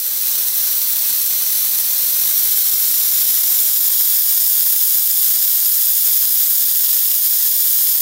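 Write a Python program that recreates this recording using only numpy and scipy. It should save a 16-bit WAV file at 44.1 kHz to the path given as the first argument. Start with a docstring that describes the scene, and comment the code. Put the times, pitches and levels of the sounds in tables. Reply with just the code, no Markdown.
"""A handheld electric fogger blows a steady jet of mist, standing on a plastic drum in a workshop.
Liquid tears unevenly off the nozzle, so the bright hiss sputters; the air pump hums faintly under it.
The microphone walks round toward the nozzle: the hiss brightens, its near reflections slide and the
room gets drier. Near 7 s a few larger slugs of liquid spit."""
import sys
import numpy as np
from scipy import signal
from scipy.fft import rfft, irfft, next_fast_len
from scipy.io import wavfile
from scipy.ndimage import map_coordinates

SR = 44100
rng = np.random.default_rng(int(sys.argv[2]) if len(sys.argv) > 2 else 0)


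def master_out(mix):
    """Clip the mix to full scale and print it as 16-bit PCM to the path in sys.argv[1]."""
    frames = np.transpose(np.atleast_2d(mix))
    ceiling = np.clip(frames, -1, 1)
    pcm = np.round(ceiling * 32767).astype(np.int16)
    wavfile.write(sys.argv[1], SR, pcm)


N = 353461

# jet spectra, low to high register: (frequency [Hz], relative density at side [dB], at front [dB])
RUSH_SPECTRUM = [(25, -40, -40), (60, -17, -18), (105, -3.5, -11), (182, -5.5, -4), (250, -7.5, -9),
                 (320, -5, -4.5), (520, -5.5, -5), (686, -4, -3), (870, -5, -0.6), (1240, -3, -3.5),
                 (2000, -1, 0), (2760, 1.5, 3), (3450, -2.5, -16), (5000, -60, -60)]
HISS_SPECTRUM = [(1790, -50, -37.5), (2750, -23, -22), (2960, -8, -10), (3510, -4.5, -6), (4230, -2, -3.5),
                 (5730, -0.5, -0.5), (7300, -0.5, 0), (8500, 1, 0.5), (9740, 0.5, 2.5), (10870, -3.5, -24),
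                 (13000, -62, -64)]
SIZZLE_SPECTRUM = [(8000, -50, -50), (9700, -16, -16), (10100, -9.5, -8.5), (11200, -7, -6.5),
                   (12200, -4, -2), (13000, -2, -1), (13800, 1, -.5), (15100, -.5, 0), (15800, -2, .5),
                   (17000, -40, -40)]
# jet beams: (relative level on axis [dB], axis position [0-1], loss one whole walk off axis [dB])
RUSH_BEAM = (-39, 0.27, 4.8)
HISS_BEAM = (-22.5, 0.68, 3.6)
SIZZLE_BEAM = (-14, 0.98, 2.65)
# hollow shell resonances, heard at the side: (centre [Hz], width [Hz], boost [dB])
SHELL_MODES = [(1180, 170, 3), (2970, 160, 3), (4180, 260, 2.5), (5680, 220, 4), (6280, 240, 3)]
# microphone path: (time [s], position [0 side, 1 front])
MIC_WALK = [(0, 0.048), (2, 0.04), (2.7, 0.44), (3.4, .57), (4.2, 0.92), (5, 0.94), (6, 0.95), (7, 0.95),
            (8, 0.92)]
# air pump tones: (multiple of stroke rate [-], nominal rms level at side [dB])
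PUMP_TONES = [(3, -65.5), (15, -66), (20, -69), (23, -68), (24, -66.5), (25, -60.5), (27, -65), (28, -67)]
# nearest reflections: (delay at side [ms], at front [ms], relative level at side [dB], at front [dB])
NEAR_PATHS = [(.5, .59, -12, -8), (1.98, 1.73, -16, -20), (4.86, 4.45, -13, -19)]
# workshop decay: (frequency [Hz], T60 [s])
ROOM_T60 = [(100, 0.79), (2000, 0.57), (15000, 0.1)]
# slugs of liquid: (time [s], relative peak level [dB])
SPIT_EVENTS = [(6.8638, -22), (6.8902, -22), (6.9117, -21), (6.985, -22), (7.0506, -22), (7.111, -20.5)]

STROKE_HZ, TOP_HZ = 20, 15760
TIME_S = np.arange(N) / SR


def amp(db):
    """Decibels to gain."""
    return 10 ** (np.asarray(db) / 20)


def unit_rms(x):
    """x at rms 1."""
    return x / np.sqrt(np.mean(x ** 2) + 1e-20)


def log_interp(points, hz):
    """(frequency [Hz], value) points interpolated on a log axis."""
    knots_hz, values = np.transpose(points)
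    return np.interp(np.log(hz + 1), np.log(knots_hz + 1), values)


def mic_position():
    """Position per sample: 0 side, 1 front."""
    return np.interp(TIME_S, *np.transpose(MIC_WALK))


def wobble(rate_hz):
    """Smooth random curve with knots at rate_hz."""
    knots = rng.standard_normal(int(N * rate_hz / SR) + 4)
    return map_coordinates(knots, [np.arange(N) * rate_hz / SR])


def filtered(x, response):
    """Zero-phase filter with gain response(hz)."""
    size = next_fast_len(N + SR // 2)
    return irfft(rfft(x, size) * response(np.fft.rfftfreq(size, 1 / SR)), size)[..., :N]


def drop_bursts(rate_hz, life_ms, scatter_db):
    """Drops burst at random in the air stream: power envelope, mean 1."""
    count = int(rate_hz * N / SR)
    onsets = rng.integers(0, N, count)
    impulses = np.bincount(onsets, amp(scatter_db * rng.standard_normal(count)) ** 2, N)
    power = signal.lfilter([1], [1, -np.exp(-1000 / (life_ms * SR))], impulses)
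    return power / power.mean()


def shell_db(hz):
    """Boost from the fogger's hollow shell."""
    return sum(db / (1 + (2 * (hz - centre_hz) / width_hz) ** 2)
               for centre_hz, width_hz, db in SHELL_MODES)


def spray(spectrum, feed, bursts, sputter_db, burst_share):
    """Turbulence swells with the feed and crackles with drops; its colour follows the walk."""
    envelope = amp(sputter_db * feed) * np.sqrt(1 - burst_share + burst_share * bursts)
    noise = envelope * rng.standard_normal(N)
    spectrum = np.array(spectrum)
    side = unit_rms(filtered(noise, lambda hz: amp(log_interp(spectrum[:, [0, 1]], hz) + shell_db(hz))))
    front = unit_rms(filtered(noise, lambda hz: amp(log_interp(spectrum[:, [0, 2]], hz))))
    return side + mic_position() * (front - side)


def beam(axis_db, axis_position, loss_db):
    """Gain of one broad beam as the microphone walks through it."""
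    return amp(axis_db - loss_db * (mic_position() - axis_position) ** 2)


def swell(attack_s=0.32, attack_db=3, settle_s=2.6, settle_db=0.9):
    """Jet gain: quick rise, slow creep to 1, hold."""
    attack_left = np.maximum(1 - TIME_S / attack_s, 0)
    settle_left = np.maximum(1 - TIME_S / settle_s, 0)
    return amp(-attack_db * attack_left - settle_db * settle_left)


def nozzle():
    """One uneven thread of liquid drives all three registers of the jet."""
    feed = unit_rms(0.14 * wobble(22) + 0.69 * wobble(110) + 0.77 * wobble(480))
    feed = feed - 0.15 * feed ** 2  # starves more deeply than it surges
    bursts = drop_bursts(rate_hz=1400, life_ms=0.3, scatter_db=4)
    rush = beam(*RUSH_BEAM) * spray(RUSH_SPECTRUM, feed, bursts, sputter_db=2.3, burst_share=0.43)
    hiss = beam(*HISS_BEAM) * spray(HISS_SPECTRUM, feed, bursts, sputter_db=1.26, burst_share=0.23)
    sizzle = beam(*SIZZLE_BEAM) * spray(SIZZLE_SPECTRUM, feed, bursts, sputter_db=1.08, burst_share=0.071)
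    return swell() * (rush + hiss + sizzle)


def pump(waver_db=2.0, drift_rad=0.42, front_db=-2, shade_db=-5):
    """Wavering pump tones leak from the side vents; toward the front the higher ones fade most."""
    position, hum = mic_position(), 0
    for order, db in PUMP_TONES:
        facing_db = position * (front_db + shade_db * order / PUMP_TONES[-1][0])
        level_db = db + waver_db * wobble(3) + facing_db
        phase_rad = 2 * np.pi * (order * STROKE_HZ * TIME_S + rng.random()) + drift_rad * wobble(1.95)
        hum += amp(level_db) * np.sqrt(2) * np.sin(phase_rad)
    return hum


def echoes(x, paths, position, oversample=8):
    """Delayed copies whose lag and gain slide with position: (sum, summed power gain)."""
    fine = signal.resample_poly(x, oversample, 1)
    copies, power = 0, 0
    for side_ms, front_ms, side_db, front_db in paths:
        lag_samples = (side_ms + (front_ms - side_ms) * position) * SR / 1000
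        gain = amp(side_db + (front_db - side_db) * position)
        index = np.rint((np.arange(N) - lag_samples) * oversample).astype(int)
        copies += gain * fine.take(index, mode="wrap")
        power += gain ** 2
    return copies, power


def reflections(jet, side_db=-20, front_db=-27, dull_hz=9000, slide_ms=0.5, reach_ms=7, count=18):
    """Direct jet combed by drum, shelf and door; the notches sweep as the microphone moves."""
    position = mic_position()
    position += (0.004 + 0.025 * position) * wobble(2.5)  # unsteady hand
    # the highest hiss beams forward and misses the nearest surfaces
    dulled = filtered(jet, lambda hz: 1 / np.sqrt(1 + (hz / dull_hz) ** 6))
    near, _ = echoes(dulled, NEAR_PATHS, position)
    clutter_paths = []
    for distance, slide in rng.random((count, 2)):
        side_ms = 1 + reach_ms * distance
        clutter_paths.append((side_ms, side_ms + slide_ms * (2 * slide - 1), side_db, front_db))
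    clutter, power = echoes(jet, clutter_paths, position)
    return (jet + near + clutter) / np.sqrt(1 + power)


def room_response():
    """Diffuse impulse response, energy 1; treble dies first."""
    hz, time_s, noise = signal.stft(rng.standard_normal(SR // 3), SR, nperseg=256)
    decay = amp(-60 * time_s / log_interp(ROOM_T60, hz)[:, None])
    _, tail = signal.istft(noise * decay, SR, nperseg=256)
    return np.pad(tail / np.linalg.norm(tail), (SR // 128, 0))


def workshop(jet, hop_samples=16384):
    """Reverberation; each spot along the walk has its own response."""
    padded, wet = np.pad(jet, hop_samples), np.zeros(N + 3 * hop_samples + SR)
    window = np.sqrt(np.hanning(2 * hop_samples))
    for start in range(0, N + hop_samples, hop_samples):
        piece = padded[start:start + 2 * hop_samples]
        reverb = signal.fftconvolve(piece * window[:len(piece)], room_response())
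        wet[start:start + len(reverb)] += reverb
    return wet[hop_samples:hop_samples + N]


def spits(gain_db=-4.0, rise_ms=2.2, centre_hz=3800, width_oct=0.38):
    """Larger slugs of liquid tear off, each a short, lower spit."""
    envelope = np.zeros(N)
    for onset_s, db in SPIT_EVENTS:
        age = np.maximum(TIME_S - onset_s, 0) * 1000 / rise_ms
        envelope += amp(db + gain_db) * age * np.exp(1 - age)
    band = lambda hz: np.exp(-0.5 * (np.log2((hz + 1) / centre_hz) / width_oct) ** 2)
    return envelope * unit_rms(filtered(rng.standard_normal(N), band))


def scene():
    """Jet, reflections, room and pump at one microphone; both channels equal."""
    jet = nozzle() + spits()
    room = amp(-5.5 - 3.9 * mic_position()) * workshop(jet)  # drier at the front
    mono = amp(-1.06) * (reflections(jet) + room) + pump()
    return np.array([mono, mono])


def record(dry, ceiling=0.73):
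    """Soft peak limit, then a sharp low-pass."""
    rounded = dry / (1 + np.abs(dry / ceiling) ** 8) ** (1 / 8)
    return filtered(rounded, lambda hz: hz < TOP_HZ)


dry = scene()
out = record(dry)
master_out(out)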